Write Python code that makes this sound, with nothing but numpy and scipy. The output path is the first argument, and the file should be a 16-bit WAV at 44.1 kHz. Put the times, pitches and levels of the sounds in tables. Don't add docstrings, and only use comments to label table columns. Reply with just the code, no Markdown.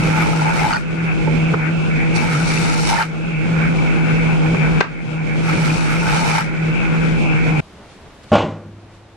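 import sys
import numpy as np
from scipy import signal
from scipy.fft import rfft, irfft, next_fast_len
from scipy.io import wavfile
from scipy.ndimage import map_coordinates

SR = 44100
rng = np.random.default_rng(int(sys.argv[2]) if len(sys.argv) > 2 else 0)


def materialize(psi):
    bounded = np.clip(np.atleast_2d(psi).T, -1, 1)
    quanta = np.round(bounded * 32767).astype(np.int16)
    wavfile.write(sys.argv[1], SR, quanta)


def natural_amplitude(level_db):
    exponent = np.asarray(level_db, float) / 20
    return 10 ** exponent


N = 403956
T = np.arange(N) / SR
EDIT_S = 7.607


def unit(x):
    return x / np.sqrt(np.mean(x ** 2) + 1e-20)


def along(points, hz):
    f, v = np.transpose(points)
    return np.interp(np.log(hz + 1), np.log(f + 1), v)


def curves(rows, outside=None):
    s, *cols = np.transpose(rows)
    return [np.interp(T, s, c, outside, outside) for c in cols]


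def wobble(rate):
    knots = rng.standard_normal((2, int(N * rate / SR) + 4))
    return np.array([map_coordinates(k, [T * rate]) for k in knots])


def filtered(x, response):
    m = next_fast_len(N + SR // 2)
    return irfft(rfft(x, m) * response(np.fft.rfftfreq(m, 1 / SR)), m)[..., :N]


def resonances(modes):
    def response(f):
        return sum((-1) ** k * natural_amplitude(db) * 1j * f * w / (c * c - f * f + 1j * f * w)
                   for k, (c, w, db) in enumerate(modes))
    return response


def coloured(points):
    return lambda f: natural_amplitude(along(points, f))


def noise(alike):
    a, b = rng.standard_normal((2, N))
    u = np.arccos(np.clip(alike, 0, 1)) / 2
    return np.array([np.cos(u) * a + np.sin(u) * b, np.cos(u) * a - np.sin(u) * b])


def ring(modes, scatter_db, attack):
    t = np.arange(SR) / SR
    tones = sum(natural_amplitude(db + scatter_db * rng.normal() - 60 * t / t60) * np.sin(2 * np.pi * hz * t)
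                for hz, db, t60 in modes)
    return tones * (1 - np.exp(-t / attack))


def swell_and_fade(seconds, rise_s):
    t = np.arange(int(SR * seconds)) / SR
    return t, t / rise_s * np.exp(1 - t / rise_s)


def bumps(rows):
    return sum(db * np.exp(-((T - s) / length) ** 2) for s, db, length in rows)


def add(track, sound, s):
    part = track[round(s * SR):][:len(sound)]
    part += sound[:len(part)]


def short_rings(rows, rise_s, level_db):
    out = np.zeros((2, N))
    t, shape = swell_and_fade(.05, rise_s)
    for (s, db, hz), (start, lag) in zip(rows, rng.random((len(rows), 2))):
        for side in range(2):
            late_s = side * (lag - .5) * .1 / 1000
            tone = np.sin(2 * np.pi * (start + hz * (t - late_s)))
            add(out[side], natural_amplitude(db + level_db) * shape * tone, s)
    return out


# time in seconds, slip in ms.
SPLICES = [(0.06, -1.4), (0.24, 3.5), (0.33, -2.7), (0.42, -1.2), (0.51, 4.3), (0.56, -1.7), (0.64, -3.9),
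           (0.71, -3.4), (0.78, 2.5), (0.85, 1.3), (0.94, 2.3), (1.07, -2.3), (1.12, -1.3), (1.225, -2.1),
           (1.49, -1.3), (1.69, 1.5), (1.76, -0.3), (1.81, 1.3), (1.99, 1.0), (2.05, -1.0), (2.3, -2.3),
           (2.47, 5.3), (2.57, 0.9), (2.63, 4.4), (2.71, -1.5), (2.97, 1.9), (3.04, 1.8), (3.12, -4.0),
           (3.17, -0.1), (3.24, -1.5), (3.39, 2.1), (3.49, -2.6), (3.68, 5.4), (3.74, -1.7), (3.87, -1.2),
           (3.94, 1.2), (4.07, 0.9), (4.37, -2.8), (4.46, -2.0), (4.61, -1.5), (4.82, -3.1), (4.87, -7.5),
           (4.92, 2.6), (5.07, -2.2), (5.23, 1.3), (5.49, -2.2), (5.54, 5.7), (5.66, -5.3), (5.77, 3.6),
           (5.9, -2.0), (6.19, -3.3), (6.25, -3.5), (6.48, 2.9), (6.58, -4.5), (6.68, 0.1), (6.73, -3.3),
           (6.91, 2.2), (7.17, -2.1), (7.4, 1.0), (7.5, 2.2)]


def clocks():
    splice_s, lead_ms = .025, .7
    slips = sum(ms * (1 + np.tanh((T - s) / splice_s)) / 2 for s, ms in SPLICES)
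    lead = (lead_ms + slips) / 2000
    return T + 0.004766 * wobble(1.5)[0] + 0.00078 * wobble(12)[0] + np.array([lead, -lead])


# time of the deepest point in seconds, depth in dB, fall in seconds.
DUCKS = [(.5, 1.1, 0.57), (6.05, 1.2, 0.36), (.69, 3.5, .05), (.74, 7.5, 0.03), (1.555, 4.1, 0.011),
         (2.26, 2.6, 0.067), (2.94, 3.6, 0.044), (3.01, 9.4, 0.027), (4.82, 15.1, 0.013), (6.33, 3, 0.067),
         (6.39, 5.2, 0.04)]


def gain_db():
    open_db, recover_s, recover_shape, cut_sag_db = -15.5, 0.39, 1.55, 2
    ducks = []
    for s, db, fall in DUCKS:
        climb = (np.abs(T - s) / recover_s) ** recover_shape
        ducks.append(-db * np.exp(-np.where(T < s, ((s - T) / fall) ** 2, climb)))
    sag = 0
    for rows in CUTS:
        start, end = rows[0][0], rows[-1][0]
        sag = sag + np.interp(T, [start, end, end + recover_s], [0, -cut_sag_db, 0])
    return open_db + sag + np.min(ducks, axis=0)


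# multiple of the rotor turn, dB under the main tone at four turns, wander in radians.
HUM = [(1, -24.5, 1.4), (6, -23.5, 1.6), (8, -20.5, 0.64), (12, -21.5, 1.5)]
# time in seconds, channel, depth in dB.
DIPS = [(0.017, 0, 5), (0.021, 1, 5), (0.174, 1, 10), (0.57, 1, 12), (0.662, 1, 4), (0.667, 0, 6),
        (0.716, 1, 6), (0.721, 0, 8), (0.76, 1, 11), (0.765, 0, 12), (1.544, 0, 14), (1.545, 1, 13),
        (2.282, 1, 5), (2.569, 0, 10), (2.973, 0, 6), (2.993, 1, 13), (3.318, 0, 5), (4.569, 0, 14),
        (4.57, 1, 6), (4.814, 0, 16), (4.837, 1, 8), (4.858, 0, 8), (5.568, 0, 5), (5.568, 1, 5),
        (5.77, 1, 5), (5.771, 0, 10), (5.949, 0, 4), (6.065, 0, 9), (6.199, 1, 13), (6.403, 0, 8),
        (6.403, 1, 9), (6.57, 1, 10), (7.57, 0, 10)]
# frequency in Hz, level in dB per Hz.
AIR = [(20, -8.5), (50, 4), (80, -6.5), (115, 4), (160, 4.5), (210, 4.5), (330, 0), (520, -4), (700, -10.5),
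       (1100, -19.5), (1900, -41), (3000, -17.5), (4000, -25.5), (7000, -31), (11000, -41), (14000, -63)]
# frequency in Hz, width in Hz, level in dB.
CAVITY = [(808, 125, -4), (1450, 173, -1.5), (2270, 213, 2.5), (2625, 205, -1)]


def motor(clock):
    rotor_hz, dip_s, dip_grows = 40.2, 0.0055, 6.3
    turn = 2 * np.pi * rotor_hz * clock
    main = 4 * turn + .4 * wobble(18)[0] + .2 * wobble(30)
    tone = np.sin(main) + 0.12 * np.cos(2 * main)
    orders = sum(natural_amplitude(db + 2.7 * wobble(28)) * np.sin(k * turn + wander * wobble(14)) for k, db, wander in HUM)
    dip_db = np.array([bumps([(s, db, dip_s) for s, channel, db in DIPS if channel == side])
                       for side in range(2)])
    hum = np.sqrt(2) * (natural_amplitude(0.25 * wobble(24) - dip_grows * dip_db) * tone + orders)

    throb = 1 - 0.085 * np.sin(main) + 0.073 * np.cos(2 * turn)
    air = unit(filtered(noise(0.044) * throb * natural_amplitude(1.66 * wobble(25)), coloured(AIR)))

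    puffing = np.exp(0.13 * np.cos(2 * turn + 0.78 * wobble(9)))
    draught = noise(0.1) * throb * puffing * natural_amplitude(1.98 * wobble(20))
    whistle = sum((-1) ** k * natural_amplitude(3.17 * wobble(9)) * filtered(draught, resonances([mode]))
                  for k, mode in enumerate(CAVITY))
    whistle = unit(filtered(whistle, lambda f: 1 / (1 + (f / 2900) ** 8)))
    return natural_amplitude(gain_db()) * (hum + natural_amplitude(-6.5) * air + natural_amplitude(-9) * whistle)


def kicks(rows):
    rise_s, level_db = 0.004026, -4.5
    out, swell = np.zeros((2, N)), np.zeros(N)
    t, shape = swell_and_fade(.05, rise_s)
    for s, db, hz, delay_ms in rows:
        start = 2 * np.pi * rng.random()
        add(swell, natural_amplitude(db) * shape, s - rise_s)
        for side, lag in enumerate([0, delay_ms / 1000]):
            tone = np.sin(2 * np.pi * hz * (t - lag) + start)
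            add(out[side], natural_amplitude(db + level_db) * shape * tone, s - rise_s)
    return out, swell


# time in seconds, bite in dB, chatter of the branch in dB.
CUTS = [
    [(0.0, -37.5, -34), (.17, -33.5, -27.5), (.47, -34.5, -27), (.51, -36, -25), (.58, -31, -29.5),
     (.615, -34, -23.5), (.67, -34, -23.5), (.69, -30.5, -23), (.77, -36, -24)],
    [(2.16, -26.5, -32), (2.2, -34.5, -29), (2.37, -35, -38), (2.55, -29, -34.5), (2.68, -27.5, -32),
     (2.86, -28, -32), (2.9, -25.5, -22.5), (3.03, -36.5, -20)],
    [(5.44, -34, -46), (5.48, -34, -35), (5.69, -31.5, -32.5), (5.76, -33, -43), (5.81, -34, -36),
     (6.0, -32, -32.5), (6.08, -33.5, -26), (6.37, -29, -23.5), (6.415, -35, -23.5)],
]
# time in seconds, peak in dB, pitch in Hz, right delay in ms.
KICKS_LOW = [(0.119, -18, 860, 0.47), (0.177, -14, 880, -0.22), (0.262, -13, 890, -0.27),
             (0.291, -13, 870, 0.5), (0.302, -30, 880, 0.52), (0.42, -9, 880, -0.3), (0.458, -9, 880, 0.31),
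             (0.469, -12, 880, 0.27), (0.485, -14, 870, 0.14), (0.505, -17, 853, 0.05),
             (0.579, -12, 870, -0.52), (0.608, -17, 880, -0.44), (0.618, -11, 840, 0.1),
             (0.647, -9, 850, -0.19), (0.665, -8.5, 874, -0.068), (0.704, -22, 860, -0.28),
             (0.713, -12, 880, 0.46), (0.721, -14, 920, 0.56), (0.735, -15, 890, -0.46),
             (0.743, -10, 870, 0.54), (0.762, -13, 880, -0.38), (2.892, -21, 870, -0.64),
             (2.9, -15, 880, -0.24), (2.921, -12, 845, -0.33), (2.939, -11.5, 880, -0.01),
             (2.959, -15, 850, 0.19), (2.989, -11, 880, -0.13), (3.002, -14, 870, 0.49),
             (3.012, -10.5, 880, -0.26), (6.13, -16, 850, -0.36), (6.147, -20, 920, -0.34),
             (6.175, -18, 880, 0.13), (6.197, -16, 890, 0.27), (6.212, -23, 890, 0.45),
             (6.275, -21, 830, 0.18), (6.316, -22, 865, 0.16), (6.333, -27, 870, 0.11),
             (6.341, -15, 844, 0.068), (6.359, -9, 860, -0.56), (6.384, -7, 890, 0.23),
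             (6.403, -17, 915, -0.39)]
# time in seconds, peak in dB, pitch in Hz, right delay in ms.
KICKS_HIGH = [(0.144, -17, 1350, -0.0078), (0.23, -18, 1305, 0.061), (0.268, -26, 1400, -0.28),
              (0.334, -15, 1300, -0.13), (0.398, -15, 1400, -0.038), (0.7295, -22, 1420, -0.03),
              (0.7357, -24, 1300, -0.045), (0.749, -14, 1480, -0.03), (0.76, -15, 1450, -0.13),
              (0.77, -13, 1490, 0.2), (2.352, -13, 1320, 0.21), (2.37, -22, 1400, 0.14),
              (2.407, -18, 1450, -0.059), (2.699, -13, 1350, 0.28), (2.709, -18, 1340, 0.44),
              (2.738, -16, 1350, -0.23), (2.785, -21.5, 1400, -0.12), (2.794, -14, 1360, -0.46),
              (2.966, -14, 1450, -0.11), (2.98, -17, 1770, 0.0), (2.999, -15, 1550, -0.06),
              (3.015, -14, 1400, -0.055), (3.023, -20, 1700, 0.18), (5.948, -23, 1474, -0.03),
              (6.031, -17, 1440, -0.19), (6.059, -20, 1430, 0.02), (6.07, -15.5, 1530, -0.058),
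              (6.089, -27, 1430, -0.11), (6.098, -18, 1390, -0.17), (6.145, -20, 1360, -0.28),
              (6.391, -27, 1460, -0.16), (6.402, -22, 1520, -0.063), (6.413, -16.5, 1335, 0.011)]
# frequency in Hz, level in dB per Hz.
SPRAY = [(1710, -3), (2900, -0.5), (3310, -15), (3670, -1.5), (5810, -7.5), (6930, -7), (9750, -10),
         (12100, -20.5), (13900, -58)]
# frequency in Hz, width in Hz, level in dB.
HOOD = [(3540, 250, -4), (4520, 400, 4), (5500, 310, 7.5), (5900, 170, 6.5), (7800, 390, -10)]
# frequency in Hz, width in Hz, level in dB.
BRANCH_LOW = [(890, 163, -6), (560, 480, -16)]
# frequency in Hz, width in Hz, level in dB.
BRANCH_HIGH = [(1312, 160, 2), (1600, 230, -3), (2270, 310, -1.5), (3045, 7.2, -1.5)]


def knives(clock):
    shaft_hz, branch_hz, kick_spray = 53.64, 876, 0.56
    entry_s, exit_s, ring_out_s = 0.033, 0.03, 0.12
    turn = 2 * np.pi * shaft_hz * (clock + 0.0011 * wobble(20))
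    pulse = 0.14 * np.cos(2 * turn) + 0.061 * np.cos(turn) + 0.23 * np.cos(4 * turn)
    bite = np.exp(pulse + 0.066 * wobble(60))
    thud, thud_swell = kicks(KICKS_LOW)
    clack, clack_swell = kicks(KICKS_HIGH)

    flurry = natural_amplitude(1.5 * wobble(9)[0] + 1.34 * wobble(30) + 1.6 * wobble(300))
    chips = noise(0.024) * (1 + kick_spray * (thud_swell + clack_swell)) * bite * flurry
    spray = unit(filtered(chips, coloured([(900, -34), (1800, -6)] + list(SPRAY))))
    hood = sum(natural_amplitude(3.5 * wobble(8)) * filtered(chips, resonances([mode])) for mode in HOOD)
    spray += natural_amplitude(-6.5) * unit(hood)

    drift = np.cumsum(18 * wobble(40), 1) / SR
    sung = np.sin(2 * np.pi * (branch_hz * clock + drift)) * bite * natural_amplitude(1.7 * wobble(35)[0])
    low = unit(unit(sung) + 1.12 * unit(filtered(noise(0.15) * bite, resonances(BRANCH_LOW))))
    jolt = np.exp(.12 * (np.cos(2 * turn) + wobble(70)[0]))
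    low = unit(low * jolt)
    high = unit(filtered(noise(0.21) * bite * jolt * natural_amplitude(0.61 * wobble(45)[0]), resonances(BRANCH_HIGH)))
    squeal_modes = [(1090, 300, 0), (1480, 540, 8.5), (2060, 440, 1.5), (4550, 150, -4)]
    squeal = unit(filtered(chips * jolt, resonances(squeal_modes)))

    upper_floor_db, upper_share, tail_kick_db, tail_kick_s = -32, 0.34, -22.5, 0.084
    out = thud + clack
    for rows in CUTS:
        start, end = rows[0][0], rows[-1][0]
        bite_db, chatter_db = curves(rows)
        moments = [start - 2 * entry_s, start - entry_s, start, end, end + exit_s, end + exit_s + ring_out_s]
        contact_db = np.interp(T, moments, [-90, -30, 0, -1.0, -4.5, -38], -120, -120)
        upper_db = upper_floor_db + upper_share * (chatter_db - upper_floor_db) + 3.4 * wobble(14)[0]
        leaving = np.clip(1 + (T - end) / tail_kick_s, 0, 1) ** .5
        branch = natural_amplitude(chatter_db + 1.8 - 5.4 * leaving) * low + natural_amplitude(upper_db + 4.0) * high
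        branch = branch + natural_amplitude(tail_kick_db) * leaving * squeal
        ring_out = natural_amplitude(np.minimum(contact_db, 0) * 2.8 * (T > end))
        out = out + natural_amplitude(contact_db) * (natural_amplitude(bite_db + 0.4) * unit(spray) + ring_out * branch)
    return out


# time in seconds, peak in dB, pitch in Hz.
PUFFS = [(0.0267, -16, 2620), (0.2319, -14, 2320), (0.3775, -26, 2370), (0.5926, -18, 2170),
         (0.7753, -18, 2450), (1.4027, -17, 2240), (1.488, -17, 2240), (1.9081, -17, 2290),
         (1.9555, -16.5, 2490), (2.1854, -28, 2350), (2.5037, -16, 2300), (2.5287, -17, 2350),
         (2.572, -13, 2650), (2.8499, -23, 2210), (2.9332, -21, 2150), (3.5389, -17, 2340),
         (3.6197, -13.5, 2290), (3.6451, -17, 2300), (3.785, -13.5, 2300), (3.8726, -18, 2200),
         (4.4593, -19, 2440), (4.5002, -17, 2240), (4.57, -20, 2390), (4.619, -23, 2480),
         (4.6463, -19, 2390), (4.75, -25, 2380), (4.808, -18, 2120), (4.9856, -26.5, 2160),
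         (5.5687, -18, 2350), (5.6072, -27, 2140), (5.6987, -13, 2440), (5.9648, -20, 2150),
         (6.0104, -26, 2400), (6.1908, -18, 2340), (6.2911, -17, 2400), (6.3115, -15, 2350),
         (6.3774, -21, 2180), (6.5755, -19, 2330), (6.6792, -21, 2170), (6.7356, -23, 2330),
         (6.8219, -19, 2320), (7.3826, -18, 2300), (7.4794, -19, 2300), (7.5662, -17, 2380),
         (7.5884, -19, 2500)]


def puffs():
    return short_rings(PUFFS, .0035, -6)


# time in
# seconds, peak in dB, pitch in Hz.
PINGS = [(.687, -27, 4450), (.7283, -20, 4530), (.7283, -10, 1440), (.7343, -11, 1300), (.7345, -17, 2850),
         (.7345, -27, 6200), (.7343, -22, 4450), (.748, -27, 4550), (.7572, -22, 4530), (.769, -27, 4500),
         (2.9404, -25, 5000), (2.9683, -28, 4710), (2.9877, -23, 4430), (2.9877, -27, 5200),
         (3.0252, -23, 4460), (3.0252, -27, 5050), (6.2868, -29, 4500), (6.3058, -34, 4550),
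         (6.3277, -31, 4620), (6.34, -29, 4560), (6.3522, -29, 4520), (6.362, -29, 4540),
         (6.3951, -26, 4540)]


def pings():
    return short_rings(PINGS, .001, -1)


# time in seconds, peak in dB, brightness in dB, right delay in ms, right dB.
TAPS = [
    (1.271, -14, -14, 2.65, 4),
    (1.535, -13, -9, 3.3, 7.5),
    (4.537, -15, -10, 3, 5),
    (4.8041, -0.5, -1, 1.975, -1.5),
    (4.838, -23, -6, 1, 4),
]
# frequency in Hz, width in Hz, level in dB.
TAP_MODES = [(460, 250, -2), (880, 200, -0.5), (1300, 300, 1.5), (1590, 50, 8), (2000, 920, -1.5),
             (2890, 410, -6.5), (3540, 1400, -26), (4600, 2900, -25), (7460, 2500, -45)]
# time in seconds, pitch in Hz, level in dB, fade of 60 dB in seconds.
TAP_NOTES = [
    (1.272, 872, -17, .09),
    (1.273, 560, -18, .09),
    (1.538, 415, -15, 0.068),
    (1.536, 1470, -14, 0.045),
    (1.536, 1230, -18, .04),
    (4.808, 1550, -17, 0.07),
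    (4.807, 1200, -16, .04),
    (4.807, 770, -14.5, 0.046),
]


def taps():
    out, t = np.zeros((2, N)), np.arange(SR // 4) / SR
    hz = np.fft.rfftfreq(len(t), 1 / SR)
    for s, db, bright_db, delay_ms, right_db in TAPS:
        tilt = natural_amplitude(bright_db * np.log2(hz / 800 + 0.37))
        wood = resonances(TAP_MODES)(hz) * tilt / (1 + 1j * hz / 9500) ** 4
        dull_s = -bright_db / 4000
        for side, (lag, side_db) in enumerate([(0, 0), (delay_ms / 1000, right_db)]):
            burst = np.exp(-((t - .004 - dull_s) / (.0028 + dull_s)) ** 2)
            blow = burst + natural_amplitude(-9 - 60 * t / .24)
            clack = irfft(rfft(blow * rng.standard_normal(len(t))) * wood)
            add(out[side], natural_amplitude(db + side_db) * clack / np.abs(clack).max(), s + lag)
    for s, *mode in TAP_NOTES:
        for track in out:
            add(track, ring([mode], 0, 0.0018), s)
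    return out


# frequency in Hz, level in dB per Hz.
QUIET = [(12, -36), (20, -10), (49, -13), (70, -7), (132, -11.5), (806, -19.5), (1830, -26), (3840, -30.5),
         (7200, -39), (10300, -44), (13900, -53)]
# frequency in Hz, likeness from -1 to 1.
QUIET_ALIKE = [(60, 0.99), (130, 1), (280, 0.73), (610, 0.92), (1320, 0.68), (2860, 0.52), (6200, -0.41),
               (13400, -0.37)]
# time in seconds, dB over the air, length in seconds.
SHIFTS = [
    (7.666, -0.5, 0.028),
    (7.81, 2.5, 0.063),
    (8.06, 3, 0.052),
    (8.2, 0.5, 0.036),
    (8.876, 2, 0.069),
]
# time in seconds, dB over the air, length in seconds.
BRUSH = [
    (7.92, 3.5, .04),
    (8.24, 7, .006),
    (8.307, 5.5, .03),
    (8.816, 1.5, 0.027),
    (8.95, 4.5, 0.038),
]


def still_air():
    low_start_db, high_start_db, settle_depth_db, settle_s = -44, -61.5, -5.5, 0.27
    settle_db = settle_depth_db * np.clip((T - BLOWS[1][0]) / settle_s, 0, 1)
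    low_db = low_start_db + 0.49 * settle_db + bumps(SHIFTS)
    high_db = high_start_db + settle_db + bumps(BRUSH)

    def mid_and_side(f):
        u = np.arccos(np.clip(along(QUIET_ALIKE, f), 0, 1)) / 2
        return natural_amplitude(along(QUIET, f)) * np.array([np.cos(u), np.sin(u)])

    mid, side = filtered(rng.standard_normal((2, N)), mid_and_side)
    air = np.array([mid + side, mid - side])
    low = filtered(air, lambda f: 1 / (1 + (f / 2200) ** 4))
    return natural_amplitude(low_db + 0.4 * wobble(1.66)[0]) * unit(low) + natural_amplitude(high_db + 8.0) * unit(air - low)


# frequency in Hz, fade of 60 dB in seconds.
SHOP = [(150, 0.86), (1000, 0.45), (1700, 0.67), (3000, 0.36), (9000, 0.58)]


def shop(x):
    hz, t, z = signal.stft(noise(0.98)[:, :SR], SR, nperseg=256)
    fade = natural_amplitude(-60 * t / along(SHOP, hz)[:, None])
    tail = signal.istft(z * fade, SR, nperseg=256)[1]
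    return signal.fftconvolve(x[None], tail / np.linalg.norm(tail[0]), axes=1)[:, :N]


# time in seconds, level in dB, rattle of loose pieces in dB.
BLOWS = [
    (8.235, -50, 5),
    (8.318, -1.5, -16.5),
    (8.328, -6, -6),
    (8.338, -7.5, -4),
    (8.353, -10.5, 1.5),
    (8.367, -15.5, -3),
    (8.381, -14.5, 1),
    (8.405, -22.5, 5),
    (8.42, -22.5, 4),
]
# frequency in Hz, level in dB, fade of 60 dB in seconds.
SLAB = [(105, -12.5, 0.28), (162.5, -2.5, 0.34), (216.3, -5, 0.17), (371, -7.5, 0.24), (450, -9.5, 0.2),
        (560.7, -22, 0.2), (622, -1, 0.11), (764, -6.5, 0.19), (1090, -11.5, 0.16), (1236, -11, .1),
        (1408, -15, 0.19)]
# frequency in Hz, width in Hz, level in dB.
CLATTER = [(189, 130, -1.5), (614, 470, -1), (1060, 450, -2.5), (1400, 260, -8.5), (1820, 700, -13.5),
           (2400, 700, -10), (3000, 750, -10), (4140, 1300, -18), (6250, 4600, -25.5)]
# frequency in Hz, level in dB, fade of 60 dB in seconds.
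BENCH = [(36, -28, .1), (102, -35, 4), (183, -41, 2), (339, -44, 4.5), (544, -51, 1.7), (673, -49, 1.2),
         (1600, -41, .5)]


def slab():
    body, rattle, bench = np.zeros((3, N))
    t = np.arange(SR) / SR
    for s, db, rattle_db in BLOWS:
        add(body, natural_amplitude(db - 7.0) * ring(SLAB, 1.8, 0.00056), s)
        add(rattle, natural_amplitude(db + rattle_db + 14.0 - 60 * t / 0.13) * rng.standard_normal(SR), s)
    add(bench, natural_amplitude(2.0) * ring(BENCH, 0, .003), BLOWS[1][0])

    def softened(f):
        treble = 1 / (1 + 1j * f / 11000) ** 6 / (1 + (f / 9200) ** 24)
        return treble * f ** 4 / (f ** 4 + 70 ** 4)

    knock = filtered(body + filtered(rattle, resonances(CLATTER)), softened)
    return knock + bench + natural_amplitude(-5) * shop(knock)


def scene():
    clock = clocks()
    first = np.clip((EDIT_S - T) / 0.0059, 0, 1)
    jointer = motor(clock) + knives(clock) + puffs() + pings() + taps()
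    return first * jointer + (1 - first) * (still_air() + slab())


def starved(x):
    always_kept_hz, bar_db, scatter_db = 8300, -15, 3
    hz, _, z = signal.stft(x, SR, nperseg=2048)
    power = np.mean(np.abs(z) ** 2, axis=0)
    bands = np.repeat(power[:-1].reshape(64, 16, -1).mean(axis=1), 16, axis=0)
    whim_db = np.repeat(scatter_db * rng.standard_normal((64, power.shape[1])), 16, axis=0)
    midrange = power[(hz > 3000) & (hz < 8000)].mean(axis=0)
    bar = midrange * natural_amplitude(2 * (bar_db + whim_db))
    kept = np.pad((bands > bar) | (hz[:-1, None] < always_kept_hz), ((0, 1), (0, 0)))
    return signal.istft(z * kept, SR, nperseg=2048)[1][:, :N]


def band_limit(x):
    return signal.sosfilt(signal.butter(12, 14040, fs=SR, output="sos"), x)


def record(dry):
    top_hz = 13000
    heard = filtered(np.clip(dry, -1, 1), lambda f: 1 / (1 + (f / top_hz) ** 60))
    finished = starved(heard)
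    return band_limit(finished)


dry = scene()
out = record(dry)
materialize(out)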